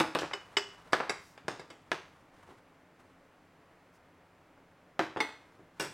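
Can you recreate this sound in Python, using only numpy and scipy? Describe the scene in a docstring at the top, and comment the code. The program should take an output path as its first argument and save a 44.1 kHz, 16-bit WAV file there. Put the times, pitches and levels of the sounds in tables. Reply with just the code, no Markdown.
"""Food containers are shuffled on a kitchen counter: a lidded plastic box is set down, bowls clink,
and the box is carried aside, lands on its base and nudges a plate; a lid clacks last.
Each blow is a coloured knock on the counter plus the decaying modes of the thing struck; loose rims add ticks.
Filtered noise makes the uneven sliding, the sleeve's swishes and the room tone of a small quiet kitchen.
A nearly mono pair of microphone ports hears it all."""
import sys
import numpy as np
from scipy import signal
from scipy.fft import rfft, irfft
from scipy.io import wavfile

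SR = 44100
rng = np.random.default_rng(int(sys.argv[2]) if len(sys.argv) > 2 else 0)


def int16_out(signal):
    """Quantize to a 16-bit WAV file."""
    q = np.round(np.clip(np.atleast_2d(signal).T, -1, 1) * 32767)
    wavfile.write(sys.argv[1], SR, q.astype(np.int16))


N = 261513

EDGE_HZ = 16100  # top of the recorded band
TAIL = np.arange(SR * 2 // 3) / SR  # time axis of rings and echoes [s]
KNOCK_DB = 8  # level of all knocks and rattles


def amp(db):
    """Decibels to gain."""
    return 10 ** (np.asarray(db) / 20)


def unit(x):
    """Scales to an energy of 1."""
    return x / np.sqrt(np.sum(x ** 2, axis=-1, keepdims=True) + 1e-20)


def read(points, hz):
    """Reads a curve of (frequency, value) points on a log-frequency axis."""
    f, value = np.transpose(points)
    return np.interp(np.log(hz + 1), np.log(f + 1), value)


def add(mix, s, sound):
    """Mixes a sound in at time s, cut off where the mix ends."""
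    part = mix[max(round(s * SR), 0):][:len(sound)]
    part += sound[:len(part)]


def noise(spectrum):
    """Steady coloured noise of rms 1."""
    colour = amp(read(spectrum, np.fft.rfftfreq(N, 1 / SR)))
    white = rng.standard_normal(N)
    return np.sqrt(N) * unit(irfft(rfft(white) * colour, N))


def scatter(size):
    """A burst of dense reflections: flat spectrum, random phases."""
    return irfft(np.exp(2j * np.pi * rng.random(size // 2 + 1)), size)


def room_tone():
    """Still air of the kitchen: steady noise, strongest in the bass."""
    # spectrum of the still air: (frequency [Hz], relative level per Hz [dB])
    still_air = [(12, -53), (20, -7.5), (60, -14.5), (93, -2), (127, -10), (172, 0), (222, -12.5),
                 (262, -2), (377, -8.5), (459, -7.5), (542, -6.5), (2080, -15.5), (3840, -28), (14700, -42),
                 (16000, -37)]
    return amp(-62.5) * noise(still_air)


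def push(t, length, attack_s=0.047, release_s=0.1, swell_db=5.5):
    """Envelope of one push, t seconds after it starts: takes hold, presses a little harder, lets go."""
    attack = np.clip(t / attack_s, 0, 1)
    swell = amp(swell_db * (np.clip(t / length, 0, 1) - 1.5))
    release = np.exp(-np.maximum(t - length, 0) / release_s)
    return attack * swell * release


def sliding(grip_db=2.5, slips_per_s=90):
    """Hands push or turn a container on the counter: soft friction noise that grips and slips unevenly."""
    # pushes: (start [s], length [s], level before the swell [dB])
    pushes = [(0.0, 1.14, -56), (1.297, 0.91, -63), (2.316, 0.21, -58), (2.96, 0.035, -60.5),
              (3.063, 0.81, -71.5), (5.244, 0.29, -63.5), (5.732, 0.053, -58.5)]
    # friction spectrum: (frequency [Hz], relative level per Hz [dB])
    rub = [(100, 3), (300, -5.5), (1100, 3), (2500, -10), (5000, -18.5), (9000, -22), (15000, -34.5)]
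    t = np.arange(N) / SR
    uneven_db = grip_db * np.interp(t * slips_per_s, np.arange(N), rng.standard_normal(N))
    pressure = sum(amp(db) * push(t - s, length) for s, length, db in pushes)
    return noise(rub) * amp(uneven_db) * pressure


def contacts(settle_damp_db=-7):
    """Yields each touch (s, strength, hardness, damping, thing): a blow, then its drop flat on the counter."""
    # struck or set down, ringing freely: (time [s], strength [dB], hardness as treble [dB], thing)
    blows = [ (0.001, -10, 19.5, "tub"), (0.150, -13.5, 13.5, "tub"), (0.2193, -17.5, -16, "box"),
             (0.3335, -15, -0.5, "dish"), (0.5683, -8, 6, "dish"), (0.9233, -21.5, 15, "bowl"),
             (0.9321, -2, -5, "box"), (1.0949, -11, 8, "bowl"), (1.595, -24, -1, "bowl"),
             (1.702, -27, 9, "bowl"), (1.9168, -8.5, 3.5, "box"), (2.489, -33, -23, "base"),
             (2.522, -37, -16, "base"), (4.9932, -5.5, -6, "base"), (5.203, -11, -1.5, "plate"),
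             (5.797, -13.5, 12, "lid"), (5.837, -27.5, 16, "lid"), ]
    # dropping flat off an edge, per thing: (delay [s], change of strength [dB], change of hardness [dB])
    settle = {"tub": (.0052, 6.56, -33.5), "box": (.0153, -12.5, -8.5), "base": (0.0049, -6.5, -8.5),
              "lid": (0.011, -1, 6.6)}
    for s, blow_db, hardness_db, thing in blows:
        yield s, blow_db, hardness_db, 0, thing
        if thing in settle:
            delay_s, louder_db, harder_db = settle[thing]
            # lying flat, its ring is damped by the counter
            yield s + delay_s, blow_db + louder_db, hardness_db + harder_db, settle_damp_db, thing


def contact(weight_db, hardness_db, fizz_db, bass_hz=450, treble_hz=3200, fizz_hz=9500, flex_hz=1100, size=4096):
    """The pulse of one contact: weight lifts its bass, hardness its treble; the flexing counter swings it."""
    # colour of a knock on the counter: (frequency [Hz], relative level per Hz [dB])
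    counter_colour = [(30, -25.5), (80, -15), (150, -3), (230, -8), (320, 4.5), (900, 5.5), (1700, 4),
                      (2600, -2), (4800, -10.5), (6800, -17.5), (8700, -21.5), (9700, -28.5),
                      (13500, -34.5), (15800, -42)]
    hz = abs(np.fft.fftfreq(size, 1 / SR))
    db = read(counter_colour, hz)
    db = db + weight_db / (1 + (hz / bass_hz) ** 2)
    db = db + hardness_db * hz ** 2 / (hz ** 2 + treble_hz ** 2)
    db = db + fizz_db * (1 - 1 / (1 + (hz / fizz_hz) ** 10))
    # minimum phase: the pulse starts at once and dies away
    spectrum = np.exp(np.conj(signal.hilbert(np.log(amp(db)))))
    pulse = np.fft.ifft(spectrum).real[:size // 2]
    flex = signal.lfilter(*signal.iirpeak(flex_hz, 1, fs=SR), pulse)
    return pulse - 2 * flex  # bending waves in the counter turn the phase around flex_hz


def overtones(count=44, low_hz=2300, t60=0.0078, uneven_db=4):
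    """The many fine high modes of a hard shell, unevenly spaced and loud; mean power gain 1 in their band."""
    place, phase, height = rng.random((count, 3)).T[:, :, None]
    hz = low_hz + (EDGE_HZ - low_hz) * (np.arange(count)[:, None] + place) / count
    t = TAIL[:len(TAIL) // 8]
    decay = amp(uneven_db * (2 * height - 1) - 60 * t / t60)
    waves = decay * np.sin(2 * np.pi * (hz * t + phase))
    return unit(waves.sum(0)) * np.sqrt(2 * (EDGE_HZ - low_hz) / SR)


def through_shell(pulse, tones, share, split_hz=2800):
    """A hard shell turns part of the pulse's treble into a brief shimmer."""
    share = np.clip(share, 0, 1)
    treble = signal.lfilter(*signal.butter(1, split_hz, "highpass", fs=SR), pulse)
    out = np.sqrt(share) * signal.fftconvolve(treble, tones)
    out[:len(pulse)] += pulse - (1 - np.sqrt(1 - share)) * treble
    return out


def kitchen(direct_db, far_db, near_t60=0.092, room_db=-0.5, build_s=0.00085, gap_s=0.00042,
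            clump_db=4, clumps_per_s=700):
    """Path from one spot: direct sound, clumps of quick echoes off counter, dishes and tiles, then the room."""
    # decay of the room: (frequency [Hz], time to fall 60 dB [s])
    room_t60 = [(100, 0.48), (400, 0.33), (1200, 0.4), (3000, 0.45), (7000, 0.45), (15000, 0.3)]
    bursts = len(TAIL) // 512 + 1
    near, far = (np.concatenate([scatter(size=512) for _ in range(bursts)])[:len(TAIL)] for _ in range(2))
    clumps = np.interp(TAIL * clumps_per_s, np.arange(len(TAIL)), 2 * rng.random(len(TAIL)) - 1)
    near_gain = amp(2 * clump_db * clumps - 60 * TAIL / near_t60)
    near = unit(near * near_gain * (1 - np.exp(-(TAIL / gap_s) ** 2)))
    # each band of the room fades at its own pace
    hz, t, z = signal.stft(far, SR, nperseg=256)
    fade = amp(-60 * t / read(room_t60, hz)[:, None])
    far = signal.istft(z * fade, SR, nperseg=256)[1][:len(TAIL)]
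    far = unit(far * amp(clump_db * clumps) * (1 - np.exp(-TAIL / build_s)))
    path = near + amp(room_db + far_db) * far
    path[0] += amp(direct_db)
    return path


def knock(weight_db, hardness_db, fizz_db, share, path):
    """One knock on the counter, through a shell and along a path; energy 1."""
    pulse = contact(weight_db, hardness_db, fizz_db)
    return unit(signal.fftconvolve(through_shell(pulse, overtones(), share), path))


def woken(modes, hardness_db, full_db=4, muting=0.72, treble_hz=3500):
    """The modes as one blow excites them: a contact softer than full_db wakes the high ones less."""
    muted_db = muting * min(hardness_db - full_db, 0)
    return [(hz, db + muted_db * hz ** 2 / (hz ** 2 + treble_hz ** 2), t60) for hz, db, t60 in modes]


def ring(modes, path, far_db, rise_s=0.0025, echo_db=-3):
    """The free modes of a struck thing swell as the blow spreads through it; each also returns along the path."""
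    hz, db, t60 = np.transpose(modes)[:, :, None]
    waves = np.sin(2 * np.pi * hz * TAIL) * amp(-60 * TAIL / t60) * (1 - np.exp(-TAIL / rise_s))
    echoes = signal.fftconvolve(waves, path[None], axes=1)[:, :len(TAIL)]
    heard = unit(unit(waves) + amp(echo_db + far_db) * unit(echoes))
    return (amp(db) * heard).sum(0)


def rattle(fizz_db, share, weight_db=-14, hardness_db=3, direct_db=5, uneven_db=4, count=7):
    """A loose rim chatters: a few light ticks, unevenly spaced and loud, tending to fade; energy 1."""
    chatter_s, fade_db = .065, -18.5  # nominal length of the chatter and its fade meanwhile
    tick = knock(weight_db, hardness_db, fizz_db, share, kitchen(direct_db, 0))
    out = np.zeros(len(TAIL))
    for k, (place, height) in enumerate(rng.random((count, 2))):
        along = (k + .5 + place) / count
        add(out, along * chatter_s, amp(fade_db * along + 2 * uneven_db * height) * tick)
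    return unit(out)


def containers(ring_db=5):
    """Every blow knocks the counter and rings the thing struck; loose lids and rims chatter."""
    # treble and room, per thing: (share of treble in fine overtones [0-1], room level [dB])
    shells = {"tub": (.75, 0), "dish": (.9, -5), "bowl": (.9, -2), "box": (.25, -2), "base": (.4, 0),
              "plate": (.85, -1), "lid": (.65, 2)}
    # build: (weight as bass [dB], ring level [dB], direct sound [dB], fizz as top octave [dB])
    build = {"tub": (3.1, 3, 2.2, 2.3), "dish": (-13.5, 5.5, -14.5, -0.5), "bowl": (-3, 3.5, -10, 0),
             "box": (-4, -1.5, 2.5, -1), "base": (-3, 0, 0.5, 3), "plate": (-17, 9.5, -10.5, 8),
             "lid": (5.5, 4, -21.5, 3)}
    # modes each thing rings with: (frequency [Hz], level [dB], time to fall 60 dB [s])
    rings = { "tub": [(331, 3, 0.071), (523, -8.5, 0.1), (847, 1.5, 0.11), (1202, -4.5, 0.11),
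             (1512, -4.5, 0.058), (2615, -4, 0.0211), (2907, -9.5, 0.029), (3700, -6, 0.0048),
             (5200, -16.5, 0.14), (8700, -16.5, 0.011)], "dish": [(403, -4, .15), (885, -10, .04),
             (1300, -11, .04), (2150, -3, .012), (2945, -13, .42), (2975, 0.5, .05), (3400, -9, .01),
             (3720, -8, .02), (4867, -8, .035), (5124, -9, .055), (5245, -18, .3), (5340, -12, .025),
             (7325, -19, .06), (7739, -23, .04), (7961, -17, .08)], "bowl": [(420, -8, .08),
             (1678, -6, .06), (2066, -5, .04), (2166, -3, .05), (2632, -11, .08), (3790, -9, .03),
             (4784, -5, .035), (4870, -10, .04), (5445, -13, .025), (5690, -13, .04), (7337, -14, .05),
             (7692, -14, .03), (8973, -16, .05), (10440, -24, .04)], "box": [(385, -7, 0.07),
             (502, -7, 0.04), (643, -11.5, 0.012), (995, -7, 0.03), (1508, -1, 0.02), (1712, 2.5, 0.028),
             (4980, -21, .008), (8470, -21, 0.012)], "base": [(280, -7, .08), (322, 1, .22), (400, -4, .08),
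             (699, -6, .06), (1402, -15, .04), (1628, -11, .05), (2613, -17, .03), (3192, -10.5, .014),
             (3930, -13, .014)], "plate": [(290, -11, .14), (446, -8, .1), (865, -5, .1), (1130, -12, .08),
             (2020, -2.5, .022), (2150, -1, .21), (2173, -6, .17), (2560, -12, .04), (2843, -13, .04),
             (3602, -12, .028), (4200, -14, .025), (4801, -17, .04), (5500, -17, .012), (5995, -16, .06),
             (7325, -22, .07), (8781, -20, .025)], "lid": [(400, -3, 0.08), (850, -8, .02), (1513, -3, 0.1),
             (1734, -5, 0.09), (2410, -7, 0.025), (2790, -4, 0.04), (3440, -9, 0.05), (3810, -12, 0.06),
             (5300, -16, .03), (5636, -11, 0.03), (7921, -11, 0.02), (8690, -13, 0.025), (10120, -19, .012),
             (13300, -18, 0.005)], }
    # chatter of loose lids and rims, per thing: level against the blow's knock [dB]
    loose = {"tub": -13.5, "box": -13.5, "base": -18.5, "lid": -17}
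    bass_db_per_db = 0.78  # gentler blows stay in contact longer and carry more bass
    ring_db_per_db = 0.33  # harder blows ring more than in proportion
    out = np.zeros(N)
    for s, blow_db, hardness_db, damp_db, thing in contacts():
        share, far_db = shells[thing]
        full_weight_db, modes_db, direct_db, fizz_db = build[thing]
        path = kitchen(direct_db, far_db)

        weight_db = full_weight_db - bass_db_per_db * blow_db
        thud = knock(weight_db, hardness_db, fizz_db, share, path)
        add(out, s, amp(KNOCK_DB + blow_db) * thud)

        level_db = ring_db + modes_db + damp_db + (1 + ring_db_per_db) * blow_db
        add(out, s, amp(level_db) * ring(woken(rings[thing], hardness_db), path, far_db))

        if thing in loose:
            add(out, s, amp(KNOCK_DB + blow_db + damp_db + loose[thing]) * rattle(fizz_db, share))
    return out


def damped_bumps(shimmer=1, direct_db=-1, fizz_db=-4):
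    """A container bumps while the hand damps its ring: only the knock on the counter is left."""
    # bumps: (time [s], strength [dB], weight as bass [dB], hardness as treble [dB])
    bumps = [ (0.1883, -13.5, -5, 10.5), (0.209, -26.5, -31, 29), (0.232, -14.5, 5, -30),
             (0.3122, -20.5, -14, -22), (1.002, -8.5, -4.5, -21), (1.3774, -30, -9, -2),
             (1.448, -33, 47, -22), (1.482, -10, 12, 5.5), (4.576, -41, -2, -25), (5.162, -13.5, 5, -27),
             (5.171, -16.5, 8, -8), (5.594, -32, 33, -32), ]
    out = np.zeros(N)
    for s, bump_db, weight_db, hardness_db in bumps:
        thud = knock(weight_db, hardness_db, fizz_db, shimmer, kitchen(direct_db, 0))
        add(out, s, amp(KNOCK_DB + bump_db) * thud)
    return out


def sleeve():
    """A sleeve brushes past: brief swells of thin cloth hiss."""
    # swishes: (time of the peak [s], level [dB], half length [s])
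    swishes = [(1.266, -67, 0.088), (3.955, -74.5, .025)]
    # cloth spectrum: (frequency [Hz], relative level per Hz [dB])
    cloth = [(1500, -36), (5000, 4), (15000, -10)]
    t = np.arange(N) / SR
    return noise(cloth) * sum(amp(db) * np.exp(-((t - s) / half) ** 2) for s, db, half in swishes)


def two_ports(mid, hiss_db=-86):
    """Two close microphone ports: a faint scattered side signal and hiss, opposite in sign at each port."""
    # how much the ports differ: (frequency [Hz], side against mid before the hiss [dB])
    width = [(30, -17), (120, -25), (400, -33), (1000, -35), (4000, -25), (12000, -20)]
    side = signal.fftconvolve(mid, scatter(size=256))[:N]
    side = irfft(rfft(side) * amp(read(width, np.fft.rfftfreq(N, 1 / SR))), N)
    side = side + amp(hiss_db) * rng.standard_normal(N)
    return np.array([mid + side, mid - side])


def scene(low_cut_hz=42):
    """The handling, its deep bass cut, over the room tone, heard by two ports."""
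    handling = sliding() + containers() + damped_bumps() + sleeve()
    low_cut = signal.butter(2, low_cut_hz, "highpass", fs=SR, output="sos")
    return two_ports(signal.sosfilt(low_cut, handling) + room_tone())


def record(dry):
    """The recorder's band limit: a steep low-pass at EDGE_HZ."""
    low_pass = signal.firwin(511, EDGE_HZ, window=("kaiser", 9), fs=SR)
    return signal.oaconvolve(dry, low_pass[None], "same")


dry = scene()
out = record(dry)
int16_out(out)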